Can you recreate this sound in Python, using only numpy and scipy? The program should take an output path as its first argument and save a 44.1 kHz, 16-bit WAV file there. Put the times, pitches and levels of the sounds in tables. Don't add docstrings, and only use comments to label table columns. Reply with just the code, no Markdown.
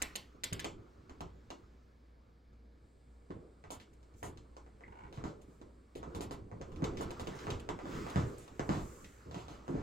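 import sys
import numpy as np
from scipy import signal
from scipy.io import wavfile
from scipy.ndimage import uniform_filter1d

SR = 44100
rng = np.random.default_rng(int(sys.argv[2]) if len(sys.argv) > 2 else 0)


def persist_wave(psi):
    counts = np.round(np.clip(psi, -1, 1) * 32767).astype(np.int16)
    wavfile.write(sys.argv[1], SR, np.atleast_2d(counts).T)


def gain_from_db(level_db):
    decades = np.asarray(level_db, float) / 20
    return 10 ** decades


N = 433062

# (frequency [Hz], level [dB per Hz])
AIR_SPECTRUM = [(53, -35), (90, -5), (176, -8), (249, 0), (385, -17), (457, -10), (821, -18), (1510, -25),
                (1720, -18), (1910, -30), (2270, -23), (2590, -32), (4860, -30), (5900, -42), (16000, -47)]
# (frequency [Hz], level [dB])
FRIDGE_HUM = [(59.2, -62), (209.9, -81), (468.3, -83)]
# (frequency [Hz], t60 [s])
ROOM_DECAY = [(150, 0.34), (400, 0.13), (1040, 0.26), (2760, 0.23), (7280, 0.21)]
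# (frequency [Hz], left-right likeness, clipped to 0..1)
PORT_LIKENESS = [(60, -3.8), (180, 1.1), (550, 0.31), (1650, -0.7), (4970, 9.5), (15000, -6.7)]
# (frequency [Hz], width [Hz], level [dB])
PORTS = [
    (6800, 2600, 9),
    (7450, 1500, 10),
]
# (frequency [Hz], level [dB], t60 [s])
METAL_MODES = [(7994, 0, 0.12), (10970, -10, 0.25), (11580, -14, 0.14), (12680, -2, 0.12)]
# (centre time [s], level [dB], half length [s])
SWISHES = [
    (4.195, -75, .03),
    (5.536, -85, .08),
    (8.29, -74, 0.081),
    (8.89, -69, 0.28),
    (9.703, -78, .04),
]
# (time [s], weight shifting [dB], soles dragging [dB])
SHUFFLE = [(0, -64.5, -64), (.6, -73, -91), (.8, -65, -81), (1.6, -72.5, -81), (2.398, -78.5, -92),
           (3.302, -71.5, -88), (4.7, -69.5, -86), (5.15, -61.5, -81.5), (5.9, -80, -87), (6.17, -49, -73),
           (6.47, -64.5, -87), (6.8, -51, -73.5), (7.45, -51.5, -61), (7.72, -58.5, -79), (7.95, -47, -56),
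           (8.5, -65.5, -73.5), (9.25, -66.5, -73.5), (9.82, -57, -74)]
# (low edge [Hz], high edge [Hz])
SHUFFLE_BANDS = [
    (25, 90),
    (90, 600),
    (700, 4500),
    (5000, 15000),
]
# (frequency [Hz], level [dB per Hz])
SHUFFLE_COLOUR = [(15, -39), (25, -10), (108, -4.5), (145, -9.5), (277, -6.5), (394, -6), (427, -7),
                  (677, -16.5), (1260, -5.5), (3080, -30), (7510, -43.5), (10400, -55.5), (16000, -48)]
# level of joists, boards, soles, cloth [dB]
SETTLE_DB = [-28, -25, -60, -80]
# (frequency [Hz], width [Hz] (not used), level [dB])
PLANK_MODES = [(904, 88, 0), (1420, 60, -6), (1900, 70, -11), (2120, 30, -11), (2720, 29, -15)]
# (time [s], level [dB], slip rate [1/s])
CREAK = [
    (4.85, -65, 25),
    (4.93, -63.5, 23.4),
    (4.97, -62.5, 60),
    (5.061, -63, 68),
    (5.119, -89, 60),
]
# (time [s], frequency [Hz], level [dB], t60 [s])
FIRST_SLIP = (4.8365, 2000, -38, .01)
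# (low edge [Hz], high edge [Hz])
CONTACT_BANDS = [
    (320, 1150),
    (950, 3800),
    (4800, 12000),
]
# (time [s], crack [dB], knock [dB], snap [dB], slide [s])
SCUFFS = [(3.705, -30.5, -42, -27.5, 0.042), (3.8, -36.5, -87, -66, 0.031), (7.022, -33, -51, -41, 0.024),
          (4.229, -36, -41, -30, 0.05), (5.127, -38.5, -52, -60, 0.07), (5.415, -48, -79.5, -46.5, 0.022),
          (5.953, -35.5, -61, -38.5, 0.038), (6.149, -32.5, -44, -34, .029),
          (6.208, -28, -44, -28.5, 0.034), (6.31, -33, -43, -35.5, 0.035), (6.972, -29, -56, -55, 0.051),
          (7.009, -35, -37.5, -30.5, 0.027), (7.197, -29.5, -41, -33, 0.025), (7.35, -60, -53, -43, 0.034),
          (7.39, -33, -65, -48, 0.043), (8.066, -65, -42, -42, 0.13), (8.379, -43, -66, -40.5, 0.094),
          (9.312, -38, -49, -58, 0.13), (9.345, -35, -43.5, -60, 0.087), (9.483, -35.5, -48, -56, 0.082),
          (4.14, -52, -71, -65, .015), (6.72, -47, -57, -52, .015)]
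# (time [s], knock [dB], crack [dB], slide [s])
KNOCKS = [(.346, -77, -74, .02), (3.306, -50, -78, 0.015), (3.64, -52.5, -84, 0.025),
          (4.664, -60.5, -65, 0.021), (4.808, -58, -86, 0.037), (5.175, -50.5, -75, .054),
          (5.24, -42, -37, 0.057), (6.03, -44.5, -46, 0.014), (6.515, -51, -70, 0.015),
          (6.822, -44, -62, 0.08), (7.469, -39, -49, 0.086), (7.79, -45, -75, 0.03),
          (7.856, -45, -43, 0.046), (8.159, -33.5, -29.5, 0.059), (8.692, -33, -29.5, 0.099),
          (9.68, -43.5, -53, 0.25)]
# (time [s], crack [dB], knock [dB], snap [dB])
CRACKS = [(0.0189, -14, -40, -12), (0.1553, -17.5, -45.5, -16.5), (0.4362, -14.5, -44, -13),
          (.527, -21, -77, -18.5), (0.5948, -20.5, -78, -23), (.645, -19, -37, -48),
          (1.096, -42.5, -51, -56), (1.207, -32, -42.5, -36.5), (1.504, -29.5, -44.5, -52.5),
          (2.296, -69, -73, -74), (2.531, -66, -72, -81), (3.933, -51, -75, -52), (4.03, -50, -66.5, -121),
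          (4.374, -40.5, -58, -65.5), (4.567, -42.5, -50.5, -60), (5.615, -45.5, -57.5, -70),
          (6.614, -41, -45.5, -75), (6.761, -39.5, -64, -73), (6.842, -22.5, -38.5, -54),
          (7.107, -30, -44, -34), (7.272, -26.5, -41.5, -48), (7.504, -21.5, -52, -51),
          (7.598, -34, -66, -37.5), (7.69, -30.5, -35, -63), (8.099, -31, -63, -34.5),
          (8.479, -41, -55, -57), (8.595, -36, -34.5, -54), (9.045, -34, -60, -58), (9.587, -61, -68, -74)]
# (frequency [Hz], level [dB])
BOARD_MODES = [(60, -15.5), (82, -6), (116, -3), (157, 1.5), (190, 0.5), (235, -7), (278, 4), (340, 5),
               (425, 4), (520, 0), (640, -0.5), (790, -25), (960, -1.5), (1180, -5)]
# (time [s], peak [dB], pitch centre [Hz], hold [s])
TOES = [(0.017, -35, 318, 0.048), (0.345, -40.5, 356, 0.016), (0.444, -36.5, 356, 0.035),
        (0.649, -28, 310, .031), (1.092, -38, 375, 0.022), (1.508, -38, 325, 0.073), (3.3, -28, 278, 0.029),
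        (3.702, -36.5, 223, 0.048), (5.612, -36, 407, 0.01), (5.952, -27, 456, 0.015),
        (6.151, -31.5, 246, 0.097), (6.201, -27, 288, 0.019), (6.31, -28.5, 444, 0.02),
        (6.603, -29.5, 430, 0.031), (7.0, -28.5, 330, 0.058), (7.109, -41, 288, 0.024),
        (7.202, -37, 277, 0.059), (7.27, -28, 257, .05), (7.689, -26.5, 305, 0.044),
        (9.499, -36, 212, 0.045)]
# (time [s], peak [dB], pitch centre [Hz], hold [s])
HEELS = [(.155, -43.5, 140, 0.048), (0.515, -24, 85, 0.033), (.56, -34.5, 91, 0.13),
         (1.204, -33, 163, 0.052), (3.637, -39.5, 49.6, 0.045), (4.224, -30.5, 65.3, 0.11),
         (5.173, -25.5, 120, 0.018), (5.236, -25.5, 177, 0.044), (5.48, -42, 187, 0.026),
         (5.985, -34, 61, 0.04), (6.07, -31.5, 51, 0.022), (6.515, -32.5, 83, 0.13),
         (6.821, -16, 150, 0.015), (7.471, -26, 112, 0.06), (7.513, -21, 105, 0.013),
         (7.87, -33.5, 106, 0.11), (8.158, -14, 103, 0.047), (8.595, -19.5, 199, 0.01),
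         (8.69, -16, 153, .031), (8.73, -24, 165, 0.065), (9.256, -35, 73, 0.16),
         (9.359, -27.5, 157, 0.019), (9.687, -23, 232, 0.083), (9.74, -18.5, 214, 0.026)]


def evened(x):
    return x / np.sqrt(np.mean(x ** 2) + 1e-20)


def read(points, hz):
    f, value = np.transpose(points)
    return np.interp(np.log(hz + 1), np.log(f + 1), value)


def add(mix, s, sound):
    part = mix[..., max(round(s * SR), 0):][..., :sound.shape[-1]]
    part += sound[..., :part.shape[-1]]


def band(x, lo_hz, hi_hz, order=2):
    return signal.sosfilt(signal.butter(order, [lo_hz, hi_hz], "band", fs=SR, output="sos"), x)


def late(x, count):
    return np.concatenate([np.zeros(count), x])[:len(x)]


def resonate(x, hz, width):
    turn = np.exp(2j * np.pi * hz * np.arange(len(x)) / SR)
    r = np.exp(-np.pi * width / SR)
    return 2 * (turn * signal.lfilter([1 - r], [1, -r], x / turn)).real


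def likeness(hz):
    return np.clip(np.maximum(read(PORT_LIKENESS, hz), 1 - (hz / 600) ** 2), 0, 1)[:, None]


def diffuse(magnitude, patchy_db):
    frames, hz = N // 256 + 5, np.fft.rfftfreq(1024, 1 / SR)
    a, b, c, d, patches = rng.standard_normal((frames, 513, 5)).T
    patches = uniform_filter1d(patches, size=10, axis=0)
    patches = evened(uniform_filter1d(patches, size=10, axis=1))
    same, left = likeness(hz), a + 1j * b
    right = same * left + np.sqrt(1 - same ** 2) * (c + 1j * d)
    z = np.array([left, right]) * gain_from_db(patchy_db * patches)
    z *= magnitude(hz[:, None], np.arange(frames) * 256 / SR)
    return signal.istft(z, nperseg=1024, noverlap=768)[1][:, :N] / np.sqrt(768)


def room(x, count=3):
    out, t = np.zeros((2, N)), np.arange(N) / SR
    for k in range(count):
        taps = np.zeros((2, SR // 2))
        at = np.arange(260, SR // 2 - 20, 20)
        at = at + rng.integers(0, 20, (2, len(at)))
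        np.put_along_axis(taps, at, rng.choice([-1., 1.], at.shape), 1)
        hz, u, z = signal.stft(taps, SR, nperseg=512)
        same = likeness(hz)
        z[1] = same * z[0] + np.sqrt(1 - same ** 2) * z[1]
        decay = gain_from_db(-60 * u / read(ROOM_DECAY, hz)[:, None])
        tail = signal.istft(z * decay, SR, nperseg=512)[1]
        tail[:, :260] = 0
        tail = tail / np.linalg.norm(tail[0])
        turn = np.sqrt(2 / count) * np.cos(np.pi * (7 * t + k / count))
        out += signal.fftconvolve(x[None] * turn, tail, axes=1)[:, :N]
    return out


def air():
    t = np.arange(N) / SR
    tone = evened(diffuse(lambda hz, t: gain_from_db(read(AIR_SPECTRUM, hz)), patchy_db=.6))
    slow = uniform_filter1d(rng.standard_normal(N), size=4000)
    waver = 1 + .27 * evened(uniform_filter1d(slow, size=4000))
    hum = sum(np.sqrt(2) * gain_from_db(db) * np.sin(2 * np.pi * hz * t) for hz, db in FRIDGE_HUM)
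    hiss = evened(band(rng.standard_normal((2, N)), 7100, 8700))
    near = np.clip((t - 2.76) / .1, 0, 1)
    return gain_from_db(-69.5) * tone + gain_from_db(-86.5) * hiss * near + waver * hum


def tinkle():
    out, t = np.zeros(N), np.arange(SR // 4) / SR
    ring = sum(gain_from_db(db - 60 * t / t60) * np.sin(2 * np.pi * hz * t) for hz, db, t60 in METAL_MODES)
    add(out, 8.379, gain_from_db(-62) * ring)
    return out


def swishes():
    t = np.arange(N) / SR
    swell = sum(gain_from_db(db) * np.exp(-((t - s) / max(half, .01)) ** 2) for s, db, half in SWISHES)
    return swell * evened(band(rng.standard_normal((2, N)), 5000, 14000, order=1))


def shuffle():
    rest_db, joist_share, cloth_db = -67, 0.59, -22
    settle_db_per_s = 75
    s, weight, drag = np.transpose(SHUFFLE)
    levels_db = [rest_db + joist_share * (weight - rest_db), weight, drag, drag + cloth_db]
    trims_db = [-21, -21, -17, -4.5]
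    at, peak_db = np.transpose(HEELS + TOES)[:2, :, None]

    def magnitude(hz, t):
        colour, out = gain_from_db(read(SHUFFLE_COLOUR, hz)), 0
        fading = gain_from_db(peak_db - settle_db_per_s * abs(t - at)) ** 2
        settle = (fading * (t > at + .012)).sum(0)
        for (lo, hi), db, after_db, trim_db in zip(SHUFFLE_BANDS, levels_db, SETTLE_DB, trims_db):
            shape = colour / np.sqrt((1 + (lo / (hz + 1)) ** 6) * (1 + (hz / hi) ** 6))
            power = gain_from_db(np.interp(t, s, db)) ** 2 + settle * gain_from_db(after_db) ** 2
            out = out + power * (gain_from_db(trim_db) * shape / np.linalg.norm(shape)) ** 2
        return np.sqrt(out) * len(hz)
    return diffuse(magnitude, patchy_db=2.67)


def grit():
    grains_per_s, spread_db, level_db = 1500, 1.5, -6.5
    s, _, drag = np.transpose(SHUFFLE)
    size = gain_from_db(spread_db * np.minimum(rng.exponential(1, N), 4))
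    size = size * (rng.random(N) < grains_per_s / SR)
    grains = band(size * rng.choice([-1., 1.], N), 1100, 3330)
    return evened(grains) * gain_from_db(np.interp(np.arange(N) / SR, s, drag) + level_db)


def creak():
    s, db, rate = np.transpose(CREAK)
    t = np.arange(N) / SR
    uneven = 1 + 0.056 * evened(uniform_filter1d(rng.standard_normal(N), size=600))
    turns = np.cumsum(np.interp(t, s, rate) * uneven) / SR
    slips = np.diff(np.floor(turns), prepend=0) > 0
    slips = slips * gain_from_db(2.5 * rng.standard_normal(N))
    plank = sum(gain_from_db(1.3 * level_db) * resonate(resonate(slips, hz, 150), hz, 500)
                for hz, _, level_db in PLANK_MODES)
    out = evened(plank) * gain_from_db(np.interp(t, s, db)) * (t > s[0]) * (t < s[-1])
    at, hz, ping_db, t60 = FIRST_SLIP
    t = t[:2000]
    ping = gain_from_db(ping_db - 60 * t / t60) * np.sin(2 * np.pi * hz * t)
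    add(out, at, ping * np.minimum(t / .001, 1))
    return out


def cracks():
    splinter_s, scrape_db, swell_share = 0.0085, -21, 0.13
    knock_snap_db, least_snap_db = -14, -31
    rows = [(*row, splinter_s) for row in CRACKS]
    rows += SCUFFS
    rows += [(s, db, knock_db, db + knock_snap_db, slide) for s, knock_db, db, slide in KNOCKS]
    out, t = np.zeros((3, N)), np.arange(SR // 5) / SR
    noises = rng.standard_normal((len(rows), len(t)))
    for (s, db, knock_db, snap_db, slide), noise in zip(rows, noises):
        tick = np.sign(noise) * np.exp(-t / .0008) + 10 * (t == 0)
        swell = 1 - np.exp(-t / max(swell_share * slide, .0005))
        scrape = swell * np.exp(-(t / max(slide, .005)) ** 2)
        parts_db = [knock_db + 10.0, db - 7.5, max(snap_db - 19.5, db + least_snap_db)]
        for part, (lo_hz, hi_hz), part_db in zip(out, CONTACT_BANDS, parts_db):
            hit, rub = band(np.array([tick, noise]), lo_hz, hi_hz)
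            contact = hit / abs(hit).max() + gain_from_db(scrape_db) * scrape * evened(rub)
            add(part, s, gain_from_db(part_db) * contact)
    return out


def thuds():
    landing_s = .002
    out, t, rows = np.zeros(N), np.arange(SR // 2) / SR, HEELS + TOES
    hz, db = np.transpose(BOARD_MODES)[:, :, None]
    chances = rng.random((len(rows), 2, len(hz), 1))
    for (s, peak_db, centre_hz, hold), (detune, phase) in zip(rows, chances):
        away_db = np.minimum(8.4 * np.log2(hz / centre_hz) ** 2, 19 + 20 * (hz < centre_hz))
        ring = np.sin(2 * np.pi * (hz * (.95 + 0.1054 * detune) * t + phase))
        landing = 1 - np.exp(-t / landing_s)
        weight = landing * np.exp(-(t / max(hold, .01) * (hz / 150) ** 0.12) ** 1.85)
        thud = (gain_from_db(db - away_db) * ring * weight).sum(0)
        add(out, s, gain_from_db(peak_db - 9.0) * thud / abs(thud).max())
    return out


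def scene():
    port_lag, ceiling_s = 19, .004
    knock, crack, snap = cracks()
    crack = crack + creak() + grit()
    low = band(thuds(), 42, 1500)
    below = low + knock + .9 * crack + .8 * snap
    above = late(.5 * knock + .9 * crack + 4.2 * snap + tinkle(), round(ceiling_s * SR))
    left = late(below, port_lag) + above
    right = below + late(above, port_lag + 1)
    wet = room(.35 * low + 1.2 * knock + .9 * crack + 1.1 * snap)
    feet = np.array([left, right]) + wet + swishes()
    rung = [x + gain_from_db(db) * resonate(resonate(x, hz, width), hz, width)
            for x, (hz, width, db) in zip(feet, PORTS)]
    return (np.array(rung) + shuffle()) * gain_from_db([[-1], [.6]]) + air()


def band_limit(x):
    return signal.sosfilt(signal.butter(12, 16960, fs=SR, output="sos"), x)


def record(dry):
    edge = signal.firwin(255, 16150, fs=SR)[None]
    mix = signal.oaconvolve(dry, edge, "same")
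    return band_limit(mix)


dry = scene()
out = record(dry)
persist_wave(out)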